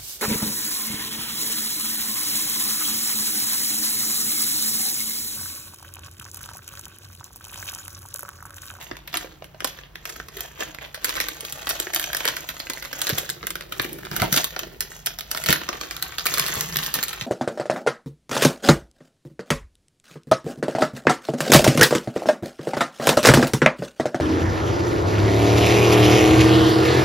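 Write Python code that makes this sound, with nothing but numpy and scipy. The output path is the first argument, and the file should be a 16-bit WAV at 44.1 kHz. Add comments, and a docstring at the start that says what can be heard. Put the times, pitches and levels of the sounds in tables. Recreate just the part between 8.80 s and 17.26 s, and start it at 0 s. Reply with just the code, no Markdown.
"""On a kitchen counter, close to the microphone, a plastic packet of dry pasta is snipped open with scissors.
The stiff film buckles in snaps and crinkles as it is pulled open, fingers tap it and the packet bumps the
counter. The hard tubes inside ring as they collide, and clatter as the packet is lifted and tipped
towards a jar. A small hard room answers with short echoes over a low hum."""
import sys
import numpy as np
from scipy import signal
from scipy.fft import rfft, irfft, next_fast_len
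from scipy.io import wavfile
from scipy.ndimage import uniform_filter1d

SR = 44100
rng = np.random.default_rng(int(sys.argv[2]) if len(sys.argv) > 2 else 0)


def waveform_to_disk(signal):
    """Save audio, clipped to [-1, 1], as 16-bit WAV at the path in sys.argv[1]."""
    frames = np.transpose(np.atleast_2d(signal))
    scaled = np.clip(frames, -1, 1) * 32767
    samples = np.round(scaled).astype(np.int16)
    wavfile.write(sys.argv[1], SR, samples)


N = 373086
TIME, FREQS = np.arange(N) / SR, np.fft.rfftfreq(N, 1 / SR)
LIFT_S = 6.95  # the packet leaves the counter

# film creases snapping, blades biting and pasta knocking dully behind them:
# (time [s], level [dB], brightness [dB], decay time [s], ring pitch [Hz])
CRACKS = [(0.112, -40.5, -18, 0.0038, 1350), (0.168, -48, -3.5, 0.0033, 1490),
          (0.275, -45.5, 0, 0.014, 2270), (0.329, -45.5, -4.5, 0.0044, 3600),
          (0.3414, -33.5, -3.5, 0.003, 1200), (0.357, -40, -5, 0.0034, 1180),
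          (0.371, -37.5, 3, 0.0036, 3600), (0.643, -53, 0, 0.0057, 2430), (0.8047, -40, -3.5, 0.0011, 1540),
          (0.821, -48, -19, 0.0017, 1510), (0.845, -30.5, -1, 0.0031, 7060), (0.875, -47, 1.5, .008, 3300),
          (0.988, -48.5, -6.5, 0.0022, 1660), (1.156, -43, -4.5, 0.0008, 2200),
          (1.254, -39.5, -2, 0.0051, 2040), (1.294, -45, 1.5, 0.0069, 2050), (1.36, -48, -9, 0.0095, 1900),
          (1.485, -48.5, -1.5, 0.0019, 1500), (1.569, -50.5, 3.5, 0.0044, 1900),
          (1.607, -47, 6, 0.0024, 3860), (1.806, -38, -2, 0.0062, 2830), (1.947, -47, -1.5, 0.0026, 1630),
          (2.145, -40.5, -0.5, 0.0096, 1540), (2.2448, -32.5, 3.5, 0.0062, 1750),
          (2.283, -45, -5, 0.0033, 3680), (2.293, -36.5, 1.5, 0.0038, 950), (2.354, -35, -1, 0.017, 1660),
          (2.402, -30, -1.5, 0.0048, 2460), (2.411, -40.5, 2, 0.011, 3000), (2.485, -36.5, 1, 0.0026, 1720),
          (2.6074, -50, 5.5, 0.0008, 5170), (2.65, -44, 1.5, 0.0037, 3280),
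          (2.724, -48.5, 6.5, 0.0031, 4930), (2.87, -34, -3, 0.0059, 915), (2.892, -37.5, 5, 0.013, 6400),
          (2.905, -34, -7, 0.0055, 3440), (3, -40, 5.5, 0.0006, 4070), (3.068, -42, -12, 0.0022, 1780),
          (3.134, -36.5, -0.5, 0.0047, 2000), (3.147, -45, 9.5, 0.0044, 4700),
          (3.1605, -33.5, 2, 0.012, 3440), (3.197, -37.5, 3.5, 0.0099, 1490), (3.227, -44, 2, 0.0039, 2790),
          (3.241, -37, 0, 0.0026, 2730), (3.331, -37, 0.5, 0.0031, 2000),
          (3.348, -33.5, -0.5, 0.0026, 1870), (3.368, -41.5, 5, 0.0031, 2820),
          (3.404, -36, -3.5, 0.0072, 2420), (3.4535, -31, 1, 0.012, 1670), (3.477, -29, -3, 0.003, 3580),
          (3.485, -32, 0, 0.0068, 1900), (3.566, -37, 0, 0.007, 2160), (3.689, -36.5, 0, 0.01, 2482),
          (3.801, -39, -3.5, 0.003, 4000), (3.8987, -37, 1.5, 0.0052, 2100),
          (3.934, -45, 1.5, 0.0041, 4200), (4.024, -38, -2, 0.043, 1620), (4.1296, -37.5, -2, 0.0044, 1650),
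          (4.217, -36.5, 4, 0.0019, 4740), (4.269, -34, 0, 0.0082, 4840), (4.293, -35, 3, 0.0067, 1700),
          (4.299, -32, -7, 0.0074, 4840), (4.333, -43, -5, 0.0023, 6300),
          (4.3828, -32.5, 0.5, 0.0051, 6500), (4.492, -39, -1, .002, 1640), (4.5, -40, 4, 0.0028, 4050),
          (4.629, -41, -10.5, 0.014, 1200), (4.669, -37.5, 3, 0.0035, 1570),
          (4.705, -41.5, 3.5, 0.0035, 1610), (4.755, -37, -1.5, 0.0047, 1810),
          (4.809, -42.5, -2.5, 0.0081, 1630), (4.922, -37.5, -1.5, 0.013, 1370),
          (4.997, -28, -6.5, 0.0036, 1500), (5.017, -54.5, 9.5, .008, 4500),
          (5.045, -40.5, -1, 0.0078, 1980), (5.13, -55, 7.5, 0.0024, 2100),
          (5.251, -44, -2.5, 0.0092, 1750), (5.314, -37.5, -3.5, 0.026, 950),
          (5.364, -36.5, 3.5, 0.0028, 1430), (5.4, -34.5, -3, 0.013, 1190), (5.419, -30, -0.5, 0.011, 1490),
          (5.5253, -29.5, 3, 0.018, 6030), (5.5412, -30.5, -6, 0.011, 4300),
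          (5.562, -28.5, 0.5, 0.014, 6000), (5.5743, -30.5, 2, 0.0045, 3400),
          (5.577, -32, -4, 0.0055, 2600), (5.633, -44, -5, 0.0031, 1620), (5.643, -35.5, 4, 0.002, 3500),
          (5.763, -36.5, -6.5, 0.0023, 1760), (5.792, -38, 1.5, 0.0012, 2980),
          (5.833, -40, -10, 0.00095, 3250), (6.0066, -38, 5, 0.0026, 5700), (6.016, -46.5, 0, .003, 1510),
          (6.024, -46, 1, .002, 3200), (6.261, -40.5, 6, 0.0036, 5160), (6.27, -32.5, -1, 0.0023, 2800),
          (6.3875, -41, 0, 0.0017, 5470), (6.395, -48.5, 2.5, .002, 3000),
          (6.4084, -42.5, 0.5, 0.00057, 2780), (6.514, -37, 3, 0.003, 6300),
          (6.548, -36, -2.5, 0.0017, 1190), (6.574, -37, 0.5, 0.0033, 1810),
          (6.6384, -39.5, 2.5, 0.004, 2300), (6.661, -32.5, 0.5, 0.021, 3440),
          (6.686, -25.5, -1, 0.033, 1630), (6.7048, -29, 1, 0.0022, 3570), (6.714, -32, -7, 0.003, 3020),
          (6.727, -23.5, 1, 0.0044, 1660), (6.815, -40.5, -12, 0.0025, 990),
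          (6.8895, -30.5, -6.5, 0.001, 1160), (6.929, -41.5, -4.5, 0.0068, 1170),
          (7.012, -36.5, -6, 0.0015, 2505), (7.034, -42, -5, 0.004, 2100), (7.11, -38.5, -1, 0.0031, 1110),
          (7.166, -44, 1, 0.004, 4200), (7.225, -36.5, 3.5, 0.0034, 3770), (7.383, -32, -2, 0.017, 4560),
          (7.456, -34.5, 3, 0.011, 1490), (7.467, -29, 0.5, 0.0032, 2470), (7.5395, -34, 1.5, 0.0089, 4300),
          (7.574, -33.5, -4, 0.0042, 1140), (7.582, -31, 0.5, 0.0018, 1470),
          (7.596, -29.5, 2, 0.0091, 2670), (7.664, -35.5, 1, 0.013, 5000), (7.679, -37, 1.5, 0.017, 1900),
          (7.755, -48, 6, 0.0063, 4000), (7.8083, -34, 2, 0.003, 5660), (7.925, -42, -3, 0.005, 5200),
          (7.959, -32.5, -2, 0.0032, 1440), (7.969, -38.5, 6, 0.0011, 3480), (7.988, -38, 0, .003, 3420),
          (8.031, -38, 1, 0.015, 4100), (8.063, -38.5, 2.5, 0.005, 5000), (8.1406, -34, 4.5, 0.015, 4040),
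          (8.2285, -35, 1, 0.0013, 6400), (8.2356, -38, 5, 0.0026, 2400), (8.282, -41, 3, 0.019, 3000),
          (8.33, -39, -0.5, 0.0065, 1700), (8.411, -35.5, -4, 0.0088, 2800)]


def amp(db):
    """Decibels to amplitude ratio."""
    return 10 ** (np.asarray(db) / 20)


def unit(x):
    """Normalises to rms 1."""
    return x / np.sqrt(np.mean(x ** 2) + 1e-20)


def at_hz(table, hz):
    """Interpolates each value column of a table on a log-frequency axis."""
    f, *columns = np.transpose(table)
    return [np.interp(np.log(hz + 1), np.log(f + 1), c) for c in columns]


def colour(x, table):
    """Spectral shaping: filters x by a gain curve, then normalises to rms 1."""
    return unit(irfft(rfft(x) * amp(at_hz(table, FREQS)[0]), N))


def band(lo, hi, order=3):
    """Sections of a causal band-pass filter."""
    return signal.butter(order, [lo, min(hi, .49 * SR)], "band", fs=SR, output="sos")


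def add(mix, s, sound):
    """Superposition: adds a sound to the mix at time s."""
    part = mix[:, max(round(s * SR), 0):][:, :sound.shape[1]]
    part += sound[:, :part.shape[1]]


def stretches(x, count):
    """Cuts x into pieces for overlap-add: (start [s], piece, cross-fade)."""
    hop = N // count
    for centre in range(0, N + hop, hop):
        stretch = np.arange(max(centre - hop, 0), min(centre + hop, N))
        yield stretch[0] / SR, x[:, stretch], 1 - abs(stretch - centre) / hop


def dying(power, seconds):
    """Exponential decay: spreads each impulse of power into a tail of the same energy."""
    keep = np.exp(-2 / (seconds * SR))
    return signal.lfilter([1 - keep], [1, -keep], power)


def grains(per_s, spread_db, ring_s, low_hz, high_hz, count=48):
    """Shot noise: tiny random contacts, mostly weak, each a short burst with its own resonance."""
    out, t = np.zeros((2, N)), np.arange(SR // 50) / SR
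    bursts = rng.standard_normal((count, 2, len(t))) * np.exp(-t / ring_s)
    shapes = [burst + 2 * signal.lfilter(*signal.iirpeak(hz, 2, SR), burst)
              for burst, hz in zip(bursts, np.geomspace(low_hz, high_hz, count))]
    size = amp(spread_db * np.minimum(rng.exponential(1, N), 4)) * (rng.random(N) < per_s / SR)
    shape = rng.integers(0, count, N)
    for i in np.flatnonzero(size):
        add(out, i / SR, size[i] * shapes[shape[i]])
    return out


def background(air_db=-50, hum_db=-61, hum_hz=139):
    """Ambient noise: broadband room rumble under the pure tone of an appliance."""
    # spectrum of the room's noise: (frequency [Hz], gain [dB])
    air_spectrum = [(30, -25), (43, 0.5), (70, -6.5), (100, -14.5), (140, -6.5), (200, -18), (400, -35),
                    (650, -22.5), (2000, -30), (5000, -41), (16000, -72)]
    air = amp(air_db) * colour(rng.standard_normal((2, N)), air_spectrum)
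    air[0] += amp(hum_db) * np.sqrt(2) * np.sin(2 * np.pi * hum_hz * TIME)
    return air


def effort(grip_db_per_s=279, release_db_per_s=126):
    """Incoherent powers add: each hand move drives load and film, swelling, holding and dying away."""
    # moves of the hands: (start [s], length [s], level [dB], extra film rustle [dB])
    hand_moves = [(0.0, 0.0036, -38, -1), (0.354, 0.054, -38.5, -2), (0.857, .02, -40.5, -2),
                  (1.27, 0.084, -45.5, 1.5), (1.575, 0.018, -37.5, -0.5), (1.804, 0.033, -35.5, -5.5),
                  (2.024, 0.018, -39.5, -8.5), (2.261, 0.15, -34.5, -3), (2.47, 0.35, -42.5, 0),
                  (2.89, 0.15, -37.5, -1), (3.145, 0.41, -39, 0), (3.527, 0.89, -46, 1.5),
                  (4.16, 0.25, -37.5, 2.5), (4.61, 0.029, -53, 1), (4.976, 0.063, -50, 6.5),
                  (5.352, 0.037, -34, -5), (5.553, 0.024, -31.5, 3), (5.78, 0.016, -41, -13),
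                  (6.136, 0.023, -44, 4.5), (6.517, 0.08, -41.5, 3), (6.66, 0.019, -30.5, -1),
                  (6.942, 0.4, -43, -1), (7.48, 0.34, -33, 3), (7.959, 0.06, -32, 1),
                  (8.149, 0.057, -33, -2), (8.292, 0.19, -41, -4)]
    load, film = np.zeros((2, N))
    for start, length, db, film_db in hand_moves:
        early, late = np.maximum(start - TIME, 0), np.maximum(TIME - start - length, 0)
        power = amp(db - grip_db_per_s * early - release_db_per_s * late) ** 2
        load, film = load + power, film + power * amp(film_db) ** 2
    return load, film


def settling(times, db, settle_s=0.092):
    """Relaxation: the power of the stir after each jolt starts at once and decays exponentially."""
    jolts = np.zeros(N)
    jolts[np.round(times * SR).astype(int)] = amp(db) ** 2
    return signal.lfilter([1], [1, -np.exp(-2 / (settle_s * SR))], jolts)


def clumps(clump_s=.012, depth_db=2.8):
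    """Random amplitude modulation: a gain that bunches small contacts into short crunches."""
    flicker = unit(uniform_filter1d(rng.standard_normal(N), round(clump_s * SR)))
    return unit(amp(depth_db * flicker))


def rustle(moving, flexing, pasta_db=-3.5, film_db=-3):
    """Granular noise: pasta jostles and film crinkles under the hands and after each crack."""
    # colour of jostling pasta: (frequency [Hz], gain [dB])
    pasta_spectrum = [(250, -5), (700, 7), (1200, 2), (1900, 2), (3300, 2), (5000, -6), (9000, -46)]
    # colour of crinkling film: (frequency [Hz], gain [dB])
    film_spectrum = [(900, -11), (2200, -17), (4000, 0.5), (6500, 15.5), (9500, 4.5), (12500, 11),
                     (16000, 1)]
    s, db, bright, *_ = np.transpose(CRACKS)
    pasta_stir = settling(s, db - 12 - 0.42 * np.maximum(bright, 0))  # dull cracks stir the pasta,
    film_stir = settling(s, db - 20 + bright)  # bright ones the film
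    pasta = grains(per_s=900, spread_db=3.8, ring_s=.0012, low_hz=670, high_hz=5850)
    film = grains(per_s=1100, spread_db=3.8, ring_s=.0007, low_hz=1810, high_hz=15900)
    pasta = colour(pasta, pasta_spectrum) * np.sqrt(moving * amp(pasta_db) ** 2 + pasta_stir)
    film = colour(film, film_spectrum) * np.sqrt(flexing * amp(film_db) ** 2 + film_stir)
    return (pasta + film) * clumps()


def tube(hz):
    """Free vibration of a pasta tube: each damped mode reaches the two ports in its own way."""
    # inharmonic modes: (frequency [multiple of the pitch], level [dB], t60 [s])
    modes = [(1, -5.5, 0.0072), (1.12, -18.5, 0.031), (1.7, -2.5, 0.0011), (3.2, -12.5, 0.0018)]
    t = np.arange(SR // 25) / SR
    rings = [np.sin(2 * np.pi * hz * ratio * t) * amp(db - 60 * t / t60) for ratio, db, t60 in modes]
    return sum(np.outer([1, rng.standard_normal()], ring) for ring in rings)


def clacks(moving, per_s, spread_db, level_db, low_hz=850, high_hz=5200, count=128):
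    """Random collisions: pasta tubes knock together, each ringing at its own natural frequencies."""
    out = np.zeros((2, N))
    size = amp(spread_db * np.minimum(rng.exponential(1, N), 3)) * (rng.random(N) < per_s / SR)
    piece = rng.integers(0, count, N)
    rings = [tube(hz) for hz in low_hz * (high_hz / low_hz) ** rng.beta(1.5, 1.8, count)]
    for i in np.flatnonzero(size):
        add(out, i / SR, size[i] * rings[piece[i]])
    return amp(level_db) * unit(out) * np.sqrt(moving)


def sliding(moving, held_db=-12, rub_db=-3, rumble_db=-3):
    """Friction: the load rubs dully against the film and, once loose, rumbles as it slides."""
    # sliding of the load in the open packet: (time [s], level [dB])
    slide_curve = [(4.1, -59), (4.32, -51), (4.88, -50.5), (5.05, -42), (5.25, -44.5), (5.33, -40),
                   (5.44, -33.5), (5.5, -43), (5.56, -44), (5.68, -55), (5.85, -47.5), (6.05, -52.5),
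                   (6.48, -60), (6.72, -41), (6.82, -52), (7.34, -52), (7.52, -43), (7.95, -39.5),
                   (8.44, -68)]
    # colour of the rubbing: (frequency [Hz], gain [dB])
    rub_spectrum = [(130, -40), (330, 4.5), (800, -5.5), (1400, -9), (3000, -10.5)]
    # colour of the rumble: (frequency [Hz], gain [dB])
    rumble_spectrum = [(60, -3), (120, -7.5), (160, 5), (230, -7), (350, -41), (700, -26)]
    slide = amp(np.interp(TIME, *np.transpose(slide_curve)))
    rub = colour(grains(per_s=370, spread_db=4.5, ring_s=0.005, low_hz=197, high_hz=2100), rub_spectrum)
    rumble = colour(rng.standard_normal((2, N)), rumble_spectrum)
    rub_gain = np.maximum(amp(held_db) * np.sqrt(moving), amp(rub_db) * slide)
    return rub_gain * rub + amp(rumble_db) * slide * rumble


def facet(slips, hz, sections, rise_s, snap_s, flutter_s, q=3, resonance_db=3.5):
    """Resonance of one facet of film colours the noise of each slip as it swells, snaps and flutters."""
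    power = dying(slips ** 2, rise_s)
    envelope = np.sqrt(dying(power, snap_s) + dying(power, flutter_s))
    burst = signal.sosfilt(sections, rng.standard_normal((2, len(slips))) * envelope)
    return burst + amp(resonance_db) * signal.lfilter(*signal.iirpeak(hz, q, SR), burst)


def cracks(slips_per_s=750, first_slip=2.1, lead_db=-21, lead_s=.006, ring_lift_db=3.5, facets=3):
    """Buckling and impact: creases snap, blades bite and pasta knocks dully, each a dying run of slips."""
    # limits of four bands, heard as hollow, clack, crackle and crisp: (frequency [Hz])
    band_edges = [220, 900, 2500, 6500, 15200]
    # weight of each band: (level [dB], gain with brightness [dB/dB])
    band_levels = [(-8.5, -0.73), (0.5, 0), (4, 0.36), (6, 2)]
    # time constants of a slip in each band: (rise [s], snap [s], flutter [s])
    slip_times = [(.001, .0012, .0022), (.0007, .0006, .0015), (.0005, .0003, .0012), (.0001, .0002, .0009)]
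    out, onset = np.zeros((2, N)), SR // 100
    t = (np.arange(SR // 16) - onset) / SR
    bands = [(lo, hi, band(lo, hi)) for lo, hi in zip(band_edges, band_edges[1:])]
    for s, level_db, bright, decay_s, ring_hz in CRACKS:
        strain = np.where(t < 0, amp(lead_db) * np.exp(-abs(t) / lead_s), np.exp(-abs(t) / decay_s))
        slips = (rng.random(len(t)) < slips_per_s / SR) * rng.exponential(1, len(t)) * strain
        which = rng.integers(0, facets, len(t))  # slips pass from facet to facet
        slips[onset], which[onset] = first_slip, 0
        for (band_db, tilt), (lo, hi, sections), times in zip(band_levels, bands, slip_times):
            db = level_db + band_db + tilt * bright
            pitches = lo * (hi / lo) ** rng.beta(1.5, 1.5, facets)
            if lo <= ring_hz < hi:  # the facet that gives way first rings out above the others
                pitches[0], db = ring_hz, db + ring_lift_db
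            burst = sum(facet(slips * (which == k), hz, sections, *times) for k, hz in enumerate(pitches))
            power = (burst ** 2).sum(1, keepdims=True) / (SR // 100)  # energy spread over 10 ms
            add(out, s + t[0], amp(db) * burst / np.sqrt(power))
    return out


def knocks(mode_db=-1, cluster_db=1, band_ratio=1.58):
    """Impact on a heavily damped body: one low mode thuds within a cluster of others."""
    # knocks of scissors, hands and packet: (time [s], level [dB], pitch [Hz], t60 [s])
    impacts = [(0.117, -33, 170, 0.054), (0.36, -43, 347, 0.028), (0.847, -21.5, 520, 0.03),
               (1.809, -21.5, 430, 0.03), (2.998, -30, 374, 0.082), (3.895, -30, 350, 0.1),
               (4.297, -26.5, 345, 0.078), (4.325, -20, 135, 0.057), (4.642, -29, 164, 0.039),
               (4.996, -15.5, 140, 0.03), (5.047, -25.5, 367, 0.046), (5.312, -21, 150, 0.044),
               (5.415, -11.5, 125, 0.047), (5.419, -20, 380, 0.059), (5.422, -17, 747, 0.11),
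               (5.524, -16.5, 147, 0.052), (5.567, -22, 350, 0.065), (5.765, -22, 650, 0.028),
               (6.688, -8, 133, 0.054), (6.692, -16.5, 330, 0.078), (6.888, -29.5, 365, 0.092),
               (7.594, -31, 133, 0.075), (7.761, -23, 142, 0.071), (7.966, -26.5, 154, 0.07),
               (8.167, -26, 183, 0.052), (8.416, -26, 150, 0.06)]
    out, t = np.zeros((2, N)), np.arange(SR // 5) / SR
    for s, db, hz, t60 in impacts:
        decay = amp(-60 * t / t60)
        rise = 1 - np.exp(-2 * hz * t)  # a soft contact takes half a cycle
        mode = np.sin(2 * np.pi * hz * t) * decay * rise
        noise = rng.standard_normal((2, len(t))) * decay
        cluster = signal.sosfilt(band(hz / band_ratio, hz * band_ratio, order=2), noise)
        shared, unshared = unit(cluster) * np.std(mode)
        add(out, s, amp(db) * np.array([amp(mode_db) * mode + amp(cluster_db) * shared, unshared]))
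    return out


def taps(level_db=-1, unshared_db=-6, scuff_db=-1, rise_s=0.00095):
    """Membrane vibration: a soft touch sounds one damped note of the taut packet, with a dry scuff."""
    # touches of fingers and scissor handles: (time [s], level [dB], pitch [Hz], t60 [s])
    touches = [(0.445, -20.5, 510, 0.023), (0.622, -19, 610, 0.017), (0.745, -27, 646, 0.02),
               (1.605, -32.5, 690, 0.043), (1.648, -25, 700, 0.025), (2.175, -28.5, 630, 0.026),
               (2.631, -26.5, 404, 0.03), (2.931, -20.5, 700, 0.016), (3.169, -22, 630, 0.029),
               (3.278, -33, 596, 0.028), (3.456, -13, 450, 0.032), (3.862, -33, 504, 0.025),
               (4.431, -24, 565, .03), (5.724, -31, 527, 0.038), (6.945, -24.5, 396, 0.055)]
    out, t = np.zeros((2, N)), np.arange(SR // 10) / SR
    for s, db, hz, t60 in touches:
        envelope = amp(db + level_db - 60 * t / t60) * (1 - np.exp(-t / rise_s))
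        phase = 2 * np.pi * hz * t
        note = np.array([np.sin(phase), amp(unshared_db) * np.cos(phase)])
        scuff = signal.sosfilt(band(hz / 2, 5 * hz, order=2), rng.standard_normal((2, len(t))))
        add(out, s, envelope * (note + amp(scuff_db) * scuff))
    return out


def ticks(level_db=3):
    """Impulse excitation: single pasta tubes click cleanly as the packet is squeezed."""
    # tube striking tube: (time [s], level [dB], pitch [Hz])
    collisions = [(1.4006, -20, 1600), (1.8248, -18.5, 1700), (1.9865, -24, 2100), (2.0281, -30, 1870),
                  (2.377, -19, 1380), (3.0707, -21.5, 1610), (3.302, -24, 1520), (3.87, -20, 2530),
                  (3.9739, -21.5, 1950), (5.233, -27, 1700), (5.2691, -24, 1220), (6.1185, -27.5, 1710),
                  (7.324, -26, 2330), (7.4612, -12, 1350), (7.6413, -19, 1940), (8.1893, -14, 1590),
                  (8.3965, -39, 3000)]
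    out = np.zeros((2, N))
    for s, db, hz in collisions:
        add(out, s, amp(db + level_db) * tube(hz))
    return out


def resonate(x, wander=.17, count=48):
    """Resonances of packet, counter and nearby vessels; the counter's boom fades once the packet lifts."""
    # resonances and one dip: (frequency [Hz], width [Hz], gain on the counter [dB], gain lifted [dB])
    resonances = [(340, 70, 6, 3.5), (565, 380, 5, 0), (880, 300, -4.5, -3.5), (1170, 160, 1, 3),
                  (1710, 700, 4.5, 3), (3470, 1200, 3, 2.5)]
    out = np.zeros((2, N))
    for s, piece, fade in stretches(x, count):
        size = next_fast_len(len(fade) + SR // 20)
        f = np.fft.rfftfreq(size, 1 / SR)
        shifts = np.exp(wander * rng.uniform(-1, 1, len(resonances)))
        boost = sum((resting if s < LIFT_S else lifted) / (1 + (2 * (f - hz * shift) / width) ** 2)
                    for (hz, width, resting, lifted), shift in zip(resonances, shifts))
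        add(out, s, irfft(rfft(piece * fade, size) * amp(boost), size))
    return out


def echoes(early_db=-7, early_s=0.0031, early_per_s=1500, tail_db=-8, onset_s=0.00055):
    """Impulse response: early reflections from counter, jars and cupboards, then a short diffuse tail."""
    # reverberation of the kitchen: (frequency [Hz], t60 [s], level [dB])
    room_decay = [(200, 0.31, -2), (1480, 0.21, -1), (4600, 0.3, -0.5), (8600, 0.056, 6.5),
                  (15500, 0.42, -9.5)]
    t = np.arange(SR // 3) / SR
    early = rng.standard_normal((2, len(t))) * (rng.random((2, len(t))) < early_per_s / SR)
    early *= np.exp(-t / early_s) * (t > .001)
    hz, frame_s, noise = signal.stft(rng.standard_normal((2, len(t))), SR, nperseg=256)
    t60, level = at_hz(room_decay, hz[:, None])
    tail = signal.istft(noise * amp(level - 60 * frame_s / t60), SR, nperseg=256)[1][:, :len(t)]
    tail *= 1 - np.exp(-t / onset_s)
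    return sum(amp(db) * part / np.linalg.norm(part, axis=1, keepdims=True)
               for db, part in [(early_db, early), (tail_db, tail)])


def kitchen(x, count=36):
    """Reverberation of a moving source: each stretch of the packet's sound meets its own echoes."""
    out = x.copy()
    for s, piece, fade in stretches(x, count):
        add(out, s, signal.fftconvolve(piece * np.sqrt(fade), echoes(), axes=1))
    return out


def ports(x, balance_db=-.5):
    """Sum and difference give left and right; the microphone's ports fall out of phase in the treble."""
    # weight of the sound that the ports do not share: (frequency [Hz], gain [dB])
    unshared_spectrum = [(60, -17), (200, -9.5), (500, -0.5), (1500, -4), (5000, -1), (9300, -26.5),
                         (15000, -53)]
    # lag of the right port: (frequency [Hz], phase [rad])
    port_lag = [(1000, 0), (4000, .3), (6000, -1.7), (8000, -2.7), (9300, -3.14), (11000, -4.3),
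                (13000, -5.8), (16000, -6.7)]
    shared, unshared = rfft(x)
    width = amp(at_hz(unshared_spectrum, FREQS)[0])
    turn = np.exp(.5j * at_hz(port_lag, FREQS)[0])
    left = (shared + width * unshared) * turn * amp(balance_db)
    right = (shared - width * unshared) / turn / amp(balance_db)
    return irfft(np.array([left, right]) / np.sqrt(1 + width ** 2), N)


def scene():
    """Superposition of all sources; until the ports, row 0 is the sound they share and row 1 the rest."""
    moving, flexing = effort()
    squeezed = clacks(moving * (TIME < LIFT_S), per_s=140, spread_db=0.5, level_db=-18)
    rattle = clacks(moving * (TIME >= LIFT_S), per_s=380, spread_db=4.3, level_db=-6)  # load shifts freely
    packet = cracks() + ticks() + rustle(moving, flexing) + squeezed + rattle + sliding(moving)
    direct = resonate(packet) + knocks() + taps()
    return ports(kitchen(direct) + background())


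def record(dry, low_cut_hz=34, high_cut_hz=16000):
    """Band limiting and soft saturation: rumble is cut, tall peaks are rounded, the top treble is cut."""
    rounded = np.tanh(signal.sosfilt(signal.butter(5, low_cut_hz, "high", fs=SR, output="sos"), dry))
    low_pass = signal.firwin(401, high_cut_hz, window=("kaiser", 9), fs=SR)
    return signal.oaconvolve(rounded, low_pass[None], "same")


dry = scene()
out = record(dry)
waveform_to_disk(out)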